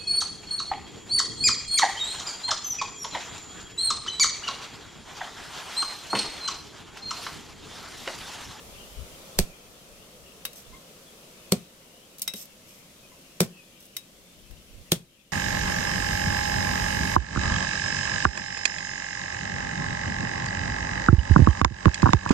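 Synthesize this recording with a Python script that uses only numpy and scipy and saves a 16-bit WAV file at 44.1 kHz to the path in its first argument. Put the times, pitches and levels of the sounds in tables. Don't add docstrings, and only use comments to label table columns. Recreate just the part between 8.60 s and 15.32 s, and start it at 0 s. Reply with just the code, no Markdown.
import sys
import numpy as np
from scipy import signal
from scipy.fft import rfft, irfft
from scipy.io import wavfile
from scipy.ndimage import uniform_filter1d

SR = 44100
rng = np.random.default_rng(int(sys.argv[2]) if len(sys.argv) > 2 else 0)


def put_to_file(sound):
    columns = np.atleast_2d(sound).T
    safe = np.clip(columns, -1, 1)
    whole_steps = np.round(safe * 32767)
    wavfile.write(sys.argv[1], SR, whole_steps.astype(np.int16))


N = 296352

# (time [s], crack level [dB], crack length [s], crack colour 1 [Hz], crack colour 2 [Hz],
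#   crack body [dB], thud level [dB], thud pitch [factor], thud length [factor],
#   thud tilt [dB/octave], air push [dB], pan [dB L-R])
CHOPS = [(0.7875, -11.5, 0.0032, 4460, 8220, -4.5, -16.5, 1.034, 0.53, 3.7, -12.5, -1),
         (2.9197, -14.5, 0.00442, 4330, 8940, 4, -13, 1.076, 0.64, 3.1, -48, -2),
         (4.8038, -11, 0.00234, 5600, 8530, 3, -14.5, 0.997, 0.82, 2.1, -48, 0.49),
         (6.318, -12, 0.0041, 3360, 8750, -1, -15.5, 0.947, 0.6, 3.2, -44, -1.9)]
# (frequency [Hz], relative density [dB per Hz])
CRACK_SPECTRUM = [(30, -45), (120, -21), (450, 1.5), (900, 2.5), (1700, -0.5), (3300, 2), (5500, 2.5),
                  (8500, 2), (9800, -3.5), (12000, 3.5), (15000, -6.5), (16300, 0)]
# (frequency [Hz], level [dB], ring time [s])
BLOCK_MODES = [(133, -21, 0.072), (178.2, -1, 0.054), (223, -15, 0.089), (376, -7, 0.04), (451, -6, 0.023),
               (542, -20, 0.053), (673, -29.5, 0.08)]


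def chops(peak_db=7, slice_db=-21, slice_s=0.011):
    out, t = np.zeros((2, N)), np.arange(SR // 4) / SR
    radiation = signal.butter(3, 85, "high", fs=SR, output="sos")
    for (s, crack_db, crack_s, low_hz, high_hz, body_db,
         thud_db, pitch, hold, tilt_db, push_db, pan_db) in CHOPS:

        def bone_db(hz):
            return read(CRACK_SPECTRUM, hz) + body_db * bump(hz, 900, 640)

        def crack_shape_db(hz):
            return bone_db(hz) + peak_db * (bump(hz, low_hz, 380) + bump(hz, high_hz, 360))

        crack = burst(crack_s, fall_s=0.0005, linger_db=-11, linger_t60=0.067)
        add(out, s, amp(crack_db) * sides(pan_db) * colour(crack, crack_shape_db))

        crunch = burst(slice_s, fall_s=0.0015, linger_db=5, linger_t60=0.14, knock_db=-13)
        unevenness = evened(uniform_filter1d(rng.standard_normal(crunch.shape[1]), 40))
        crunch = crunch * amp(3 * unevenness)
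        add(out, s + 0.0022, amp(crack_db + slice_db) * colour(crunch, bone_db))

        lead_in = burst(0.0079, fall_s=0.0012, linger_db=-32.5, linger_t60=.03)
        add(out, s - .0045, amp(crack_db - 25) * colour(lead_in, crack_shape_db))

        thud = 0
        for hz, db, ring_s in BLOCK_MODES:
            mode_db = db + tilt_db * np.log2(hz / BLOCK_MODES[1][0])
            decay_db = -60 * (t / (ring_s * hold)) ** 2.87
            thud = thud + amp(mode_db + decay_db) * np.sin(2 * np.pi * hz * pitch * t)
        sink = 1 - 0.46 * np.exp(-t / 0.0028)
        add(out, s + 0.00234, amp(thud_db) * signal.sosfilt(radiation, sink * thud))

        u = t / .0115
        push = 2 * u * (1 - u / 1.5) * np.exp(-u * 1.3)
        add(out, s + .005, amp(push_db) * sides(-7) * push)
    return out


def burst(length_s, fall_s, linger_db, linger_t60, knock_db=0, crossover_hz=1400):
    t = np.arange(SR // 5) / SR
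    head = np.minimum(t / (length_s * .25), 1) * np.exp(-np.maximum(t - length_s, 0) / fall_s)
    tail = np.minimum(t / length_s, 1) * amp(linger_db - 60 * t / linger_t60)
    shared, left, right = rng.standard_normal((3, len(t)))
    late_left = np.roll(shared, round(SR * .00011))
    grit = evened(np.array([late_left, shared]) + 1.66 * np.array([left, right]))
    knock = np.linalg.norm(head) * signal.unit_impulse(len(t), int(length_s * SR / 2))

    def band(x, kind):
        return signal.sosfilt(signal.butter(3, crossover_hz, kind, fs=SR, output="sos"), x)

    return band(head * grit, "high") + amp(knock_db) * band(knock, "low") + tail * grit


# (time [s], tick level [dB], tick body [dB], ring level [dB])
TAPS = [(1.8514, -25, 6, -35.5), (1.931, -44, -19, -59), (3.583, -41, -14, -68), (3.594, -40, -17, -68),
        (3.618, -22.5, -20, -59), (3.627, -33, -11, -62), (3.6769, -25.5, 5, -25), (3.7364, -33.5, 2, -38),
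        (5.3663, -26.5, -5, -34.5), (5.909, -50, 8, -73)]
TAP_PAN_DB = 0.5


def taps():
    out = np.zeros((2, N))
    for s, tick_db, body_db, ring_db in TAPS:
        add(out, s, amp(tick_db) * sides(TAP_PAN_DB) * tick(body_db))
        add(out, s, amp(ring_db) * blade_ring())
    return out


# (frequency [Hz], relative density [dB per Hz])
TICK_SPECTRUM = [(150, -11), (700, -7.5), (1500, 0), (3000, 4.5), (5200, 2), (7500, -2.5), (9200, 0),
                 (12400, 5.5), (15000, -2), (16300, 3.5)]
TAP_S = 0.00282


def tick(body_db, pressed_share=0.3):
    def shape_db(hz):
        body = body_db * bump(hz, 570, 2900)
        return read(TICK_SPECTRUM, hz) + body + pressed_share * pressed_db(hz)

    return colour(burst(TAP_S, fall_s=0.002, linger_db=-5, linger_t60=0.09), shape_db)


# (frequency [Hz], level [dB], t60 [s], pan [dB L-R])
BLADE_MODES = [(2060, -8.5, 0.053, 3), (2650, -26, 0.31, 10), (3807, -7, 0.15, 22.5),
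               (5080, -10, 0.077, -5), (5580, -8, 0.024, -28), (6640, -18, 0.049, -11),
               (7900, -17.5, 0.088, -17), (8900, -12, 0.045, -23), (11000, -23, .04, -2),
               (13000, -10, 0.036, -15), (13400, -17, 0.042, -2), (14010, -27, .045, -6)]


def blade_ring():
    t = np.arange(SR // 4) / SR
    ring = 0
    for (hz, db, t60, pan_db), turn in zip(BLADE_MODES, rng.random(len(BLADE_MODES))):
        ring = ring + sides(pan_db) * amp(db - 60 * t / t60) * np.sin(2 * np.pi * (hz * t + turn))
    return ring * np.minimum(t / 0.00064, 1)


# (start [s], length [s], level [dB], strongest snag [dB])
SCRAPES = [(1.952, 0.073, -45, -52), (3.75, 0.11, -38.5, -41.5), (4.06, .19, -53.5, -64),
           (5.195, 0.077, -55, -49)]
# (frequency [Hz], relative density [dB per Hz])
RASP_SPECTRUM = [(300, -12), (1400, -14), (3300, -0.5), (4200, -3), (5400, 0), (9500, -5.5), (13000, 1.5),
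                 (16000, -8)]
SCRAPE_RISE, SCRAPE_RELEASE = .14, .28
SCRAPE_SAG_DB = -7
SNAGS_PER_S = 46


def scrapes(catch_db=2.0, knock_db=-37, snag_body_db=-14, snag_spread_db=5):
    out = np.zeros((2, N))

    def shape_db(hz):
        return read(RASP_SPECTRUM, hz) + pressed_db(hz)

    for s, length_s, db, snag_db in SCRAPES:
        u = np.linspace(0, 1, int(length_s * SR))
        stroke = np.minimum(np.minimum(u / SCRAPE_RISE, (1 - u) / SCRAPE_RELEASE), 1)
        pressure = stroke * amp(SCRAPE_SAG_DB * u)
        catches = amp(catch_db * evened(uniform_filter1d(rng.standard_normal(SR), 70)))
        slips = (rng.standard_normal((2, SR)) * catches)[:, :len(u)]
        add(out, s, amp(db) * pressure * evened(colour(slips, shape_db)))
        for k, (late, weak) in enumerate(rng.random(size=(20, 2))):
            wait_s = (k + late) / SNAGS_PER_S
            if wait_s < length_s:
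                add(out, s + wait_s, amp(snag_db - snag_spread_db * weak) * tick(snag_body_db))

    t = np.arange(SR // 8) / SR
    knock = sum(amp(db - 60 * (t / ring_s) ** 2) * np.sin(2 * np.pi * hz * 1.14 * t)
                for hz, db, ring_s in BLOCK_MODES)
    add(out, 3.740, amp(knock_db) * np.minimum(t / 0.0032, 1) * knock)
    return out


# (frequency [Hz], width [Hz], height [dB])
PRESSED_MODES = [(2750, 140, -2), (5350, 170, 10), (6230, 290, 10.5), (7730, 180, 12), (8700, 320, 11),
                 (12100, 500, 8.5)]


def pressed_db(hz):
    return sum(db * bump(hz, centre_hz, width_hz) for centre_hz, width_hz, db in PRESSED_MODES)


# (frequency [Hz], t60 [s])
YARD_DECAY = [(150, 0.37), (500, 0.25), (1500, 0.27), (4000, 0.19), (9000, 0.19), (15000, 0.035)]


def yard(x, stretch=0.88):
    echoes = rng.choice([-1., 1.], (2, SR)) * (rng.random((2, SR)) < .12)
    echoes[:, :SR // 200] = 0
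    hz, t, z = signal.stft(echoes, SR, nperseg=256)
    same = np.clip(read(LIKENESS, hz), 0, 1)[:, None]
    z[1] = same * z[0] + np.sqrt(1 - same ** 2) * z[1]
    t60 = stretch * read(YARD_DECAY, hz)[:, None]
    tail = signal.istft(z * amp(-60 * t / t60), SR, nperseg=256)[1]
    return signal.fftconvolve(x, tail / np.linalg.norm(tail[0]), axes=1)[:, :N]


# (time [s], length [s], start pitch [Hz], glide [factor], relative level [dB])
BIRDS = [(2.124, 0.038, 1013, 1.078, -45), (2.465, 0.04, 3480, .945, -53.5), (3.426, .034, 3210, 1, -55),
         (4.42, .048, 2580, 0.95, -55), (4.517, 0.011, 1000, 1.06, -50.5), (4.919, 0.12, 2690, 0.9, -52.5)]
FLOCK_PER_S, FLOCK_HZ, FLOCK_SPREAD_OCTAVES = 3.3, 3090, .13
FLOCK_S, FLOCK_GLIDE, FLOCK_DB = .04, .96, -65


def birds(echo_db=-6, direct_db=-3, pan_db=4.9):
    out = np.zeros((2, N))
    for s, length_s, pitch_hz, glide, db in BIRDS:
        add(out, s, amp(db) * chirp(length_s, pitch_hz, glide))
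    for k, (late, high, long) in enumerate(rng.random(size=(40, 3))):
        pitch_hz = FLOCK_HZ * 2 ** (FLOCK_SPREAD_OCTAVES * (2 * high - 1))
        call = chirp(FLOCK_S * (.5 + long), pitch_hz, FLOCK_GLIDE)
        add(out, (k + late) / FLOCK_PER_S, amp(FLOCK_DB) * call)
    out = sides(pan_db) * out
    return amp(direct_db) * out + amp(echo_db) * yard(out)


VOICE_TOP_HZ, VOICE_SLOPE_DB = 1630, -18


def chirp(length_s, pitch_hz, glide, waver_share=0.023):
    t = np.arange(0, length_s, 1 / SR)
    wobble = evened(uniform_filter1d(rng.standard_normal(SR // 4), 100))[:len(t)]
    waver = waver_share * pitch_hz / FLOCK_HZ * wobble
    turns = np.cumsum(pitch_hz * glide ** (t / length_s) * (1 + waver)) / SR
    call = 0
    for k in range(1, 4):
        octaves_above = np.log2(max(k * pitch_hz / max(VOICE_TOP_HZ, pitch_hz), 1))
        call = call + amp(VOICE_SLOPE_DB * octaves_above) * np.sin(2 * np.pi * k * turns)
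    return call * np.sin(np.pi * t / length_s)


# (start [s], length [s], level [dB], pan [dB L-R])
PUFFS = [(0.34, .13, -40.5, 13.5), (0.764, 0.071, -25.5, -3), (2.03, 0.18, -52, -12),
         (5.889, 0.064, -48, 26), (6.08, 0.19, -50.5, -19.5)]
# (frequency [Hz], relative density [dB per Hz])
WIND_SPECTRUM = [(15, -3), (50, 7.5), (95, -2), (170, -14.5), (400, -26), (1500, -65)]
# (middle [s], half width [s], level [dB], pan [dB L-R])
BREEZE = [(.2, 0.45, -52, -4), (1.45, 0.45, -61, 8), (6.05, 0.38, -61.5, 14)]
BUFFETS_PER_S, BUFFET_DB = 11, 4


def wind():
    puffs, t = np.zeros((2, N)), np.arange(N) / SR
    eddies = rng.standard_normal((2, N))
    eddies = eddies + 0.24 * eddies[::-1]
    eddies = evened(colour(eddies, lambda hz: read(WIND_SPECTRUM, hz)))
    flutter = np.array([np.interp(t * BUFFETS_PER_S, np.arange(len(port)), port)
                        for port in rng.standard_normal(size=(2, 200))])
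    for s, length_s, db, pan_db in PUFFS:
        add(puffs, s, amp(db) * sides(pan_db) * np.hanning(int(length_s * SR)))
    breeze = sum(amp(db) * sides(pan_db) * np.exp(-((t - s) / width_s) ** 2)
                 for s, width_s, db, pan_db in BREEZE)
    return np.hypot(puffs, breeze * amp(BUFFET_DB * flutter)) * eddies


# (frequency [Hz], relative density [dB per Hz])
HUSH_SPECTRUM = [(15, -44), (25, -9.5), (49, -5.5), (108, -10.5), (175, 1), (301, -6.5), (531, 1),
                 (818, -10), (1370, -8.5), (1560, -21), (3160, -18.5), (5000, -19), (5730, -18.5),
                 (14000, -24.5), (16000, -31)]
# (frequency [Hz], correlation [-1..1])
LIKENESS = [(60, 0.75), (130, 1), (290, 0.78), (640, 0.69), (1400, 0), (16000, 0)]
# (level [dB], drift [dB/s])
HUSH_BANDS = [(-55.5, 0.97), (-51.5, -0.22), (-50, .5)]
HUSH_DROPS_DB = [4.25, 2.92, 2.22, 7.1]
DROP_S = 0.15


def hush(chatter_db=-65, chatter_hz=2900, chatter_patch_db=4.5):
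    hz, t = np.fft.rfftfreq(1024, 1 / SR), np.arange(N // 256 + 5) * 256 / SR
    a, b, c, d, patches = rng.standard_normal((len(t), len(hz), 5)).T
    patches = evened(uniform_filter1d(uniform_filter1d(patches, 7, 0), 12, 1))
    same = np.clip(read(LIKENESS, hz), -1, 1)[:, None]
    left = a + 1j * b
    right = same * left + np.sqrt(1 - same ** 2) * (c + 1j * d)
    noise = np.array([left, right])

    def play(gain):
        return evened(signal.istft(noise * gain, nperseg=1024, noverlap=768)[1][:, :N])

    shape = amp(read(HUSH_SPECTRUM, hz)[:, None] + .5 * patches)
    band = np.digitize(hz, [360, 1500])[:, None]
    s = np.arange(N) / SR
    dropped_db = sum(db * np.clip((s - chop[0]) / DROP_S, 0, 1)
                     for chop, db in zip(CHOPS, HUSH_DROPS_DB))
    levels_db = [db + drift * s - dropped_db for db, drift in HUSH_BANDS]
    air = sum(amp(db) * play(shape * (band == k)) for k, db in enumerate(levels_db))

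    chatter = play(1j * bump(hz[:, None], chatter_hz, 950) * amp(chatter_patch_db * patches))
    fading_db = 0.52 * (levels_db[-1] - levels_db[-1].mean())
    return sides(0.53) * air + sides(13.3) * amp(chatter_db + fading_db) * chatter


def amp(db):
    return 10 ** (np.asarray(db) / 20)


def evened(x):
    return x / np.sqrt(np.mean(x ** 2) + 1e-20)


def read(points, hz):
    f, value = np.transpose(points)
    return np.interp(np.log(hz + 1), np.log(f + 1), value)


def bump(hz, centre_hz, width_hz):
    return np.exp(-((hz - centre_hz) / width_hz) ** 2)


def sides(pan_db):
    return amp(np.array([[.5], [-.5]]) * pan_db)


def add(mix, s, sound):
    part = mix[:, max(round(s * SR), 0):][:, :sound.shape[-1]]
    part += sound[..., :part.shape[1]]


def colour(x, gain_db, size=4096):
    log_gain = np.log(amp(gain_db(abs(np.fft.fftfreq(size, 1 / SR)))))
    response = np.exp(np.conj(signal.hilbert(log_gain)))
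    kernel = np.fft.ifft(response).real[:size // 2]
    return signal.fftconvolve(x, kernel[None] / np.linalg.norm(kernel), axes=1)[:, :x.shape[1]]


# (frequency [Hz], level difference [dB L-R])
LEAN = [(60, -4.5), (200, 2.5), (700, -6), (1300, -3), (2400, 10), (4400, 4), (8100, -5), (12500, 0),
        (15000, 0)]


def scene(echo_db=-19):
    lean = sides(read(LEAN, np.fft.rfftfreq(N, 1 / SR)))
    near = irfft(rfft(chops()) * lean, N) + taps() + scrapes()
    return near + amp(echo_db) * yard(near) + hush() + birds() + wind()


EDGE_HZ = 15900


def record(dry):
    rounded = dry / (1 + abs(dry / .9) ** 6) ** (1 / 6)
    lowpass = signal.firwin(255, EDGE_HZ, window=("kaiser", 9), fs=SR)
    return signal.oaconvolve(rounded, lowpass[None], "same")


dry = scene()
out = record(dry)
put_to_file(out)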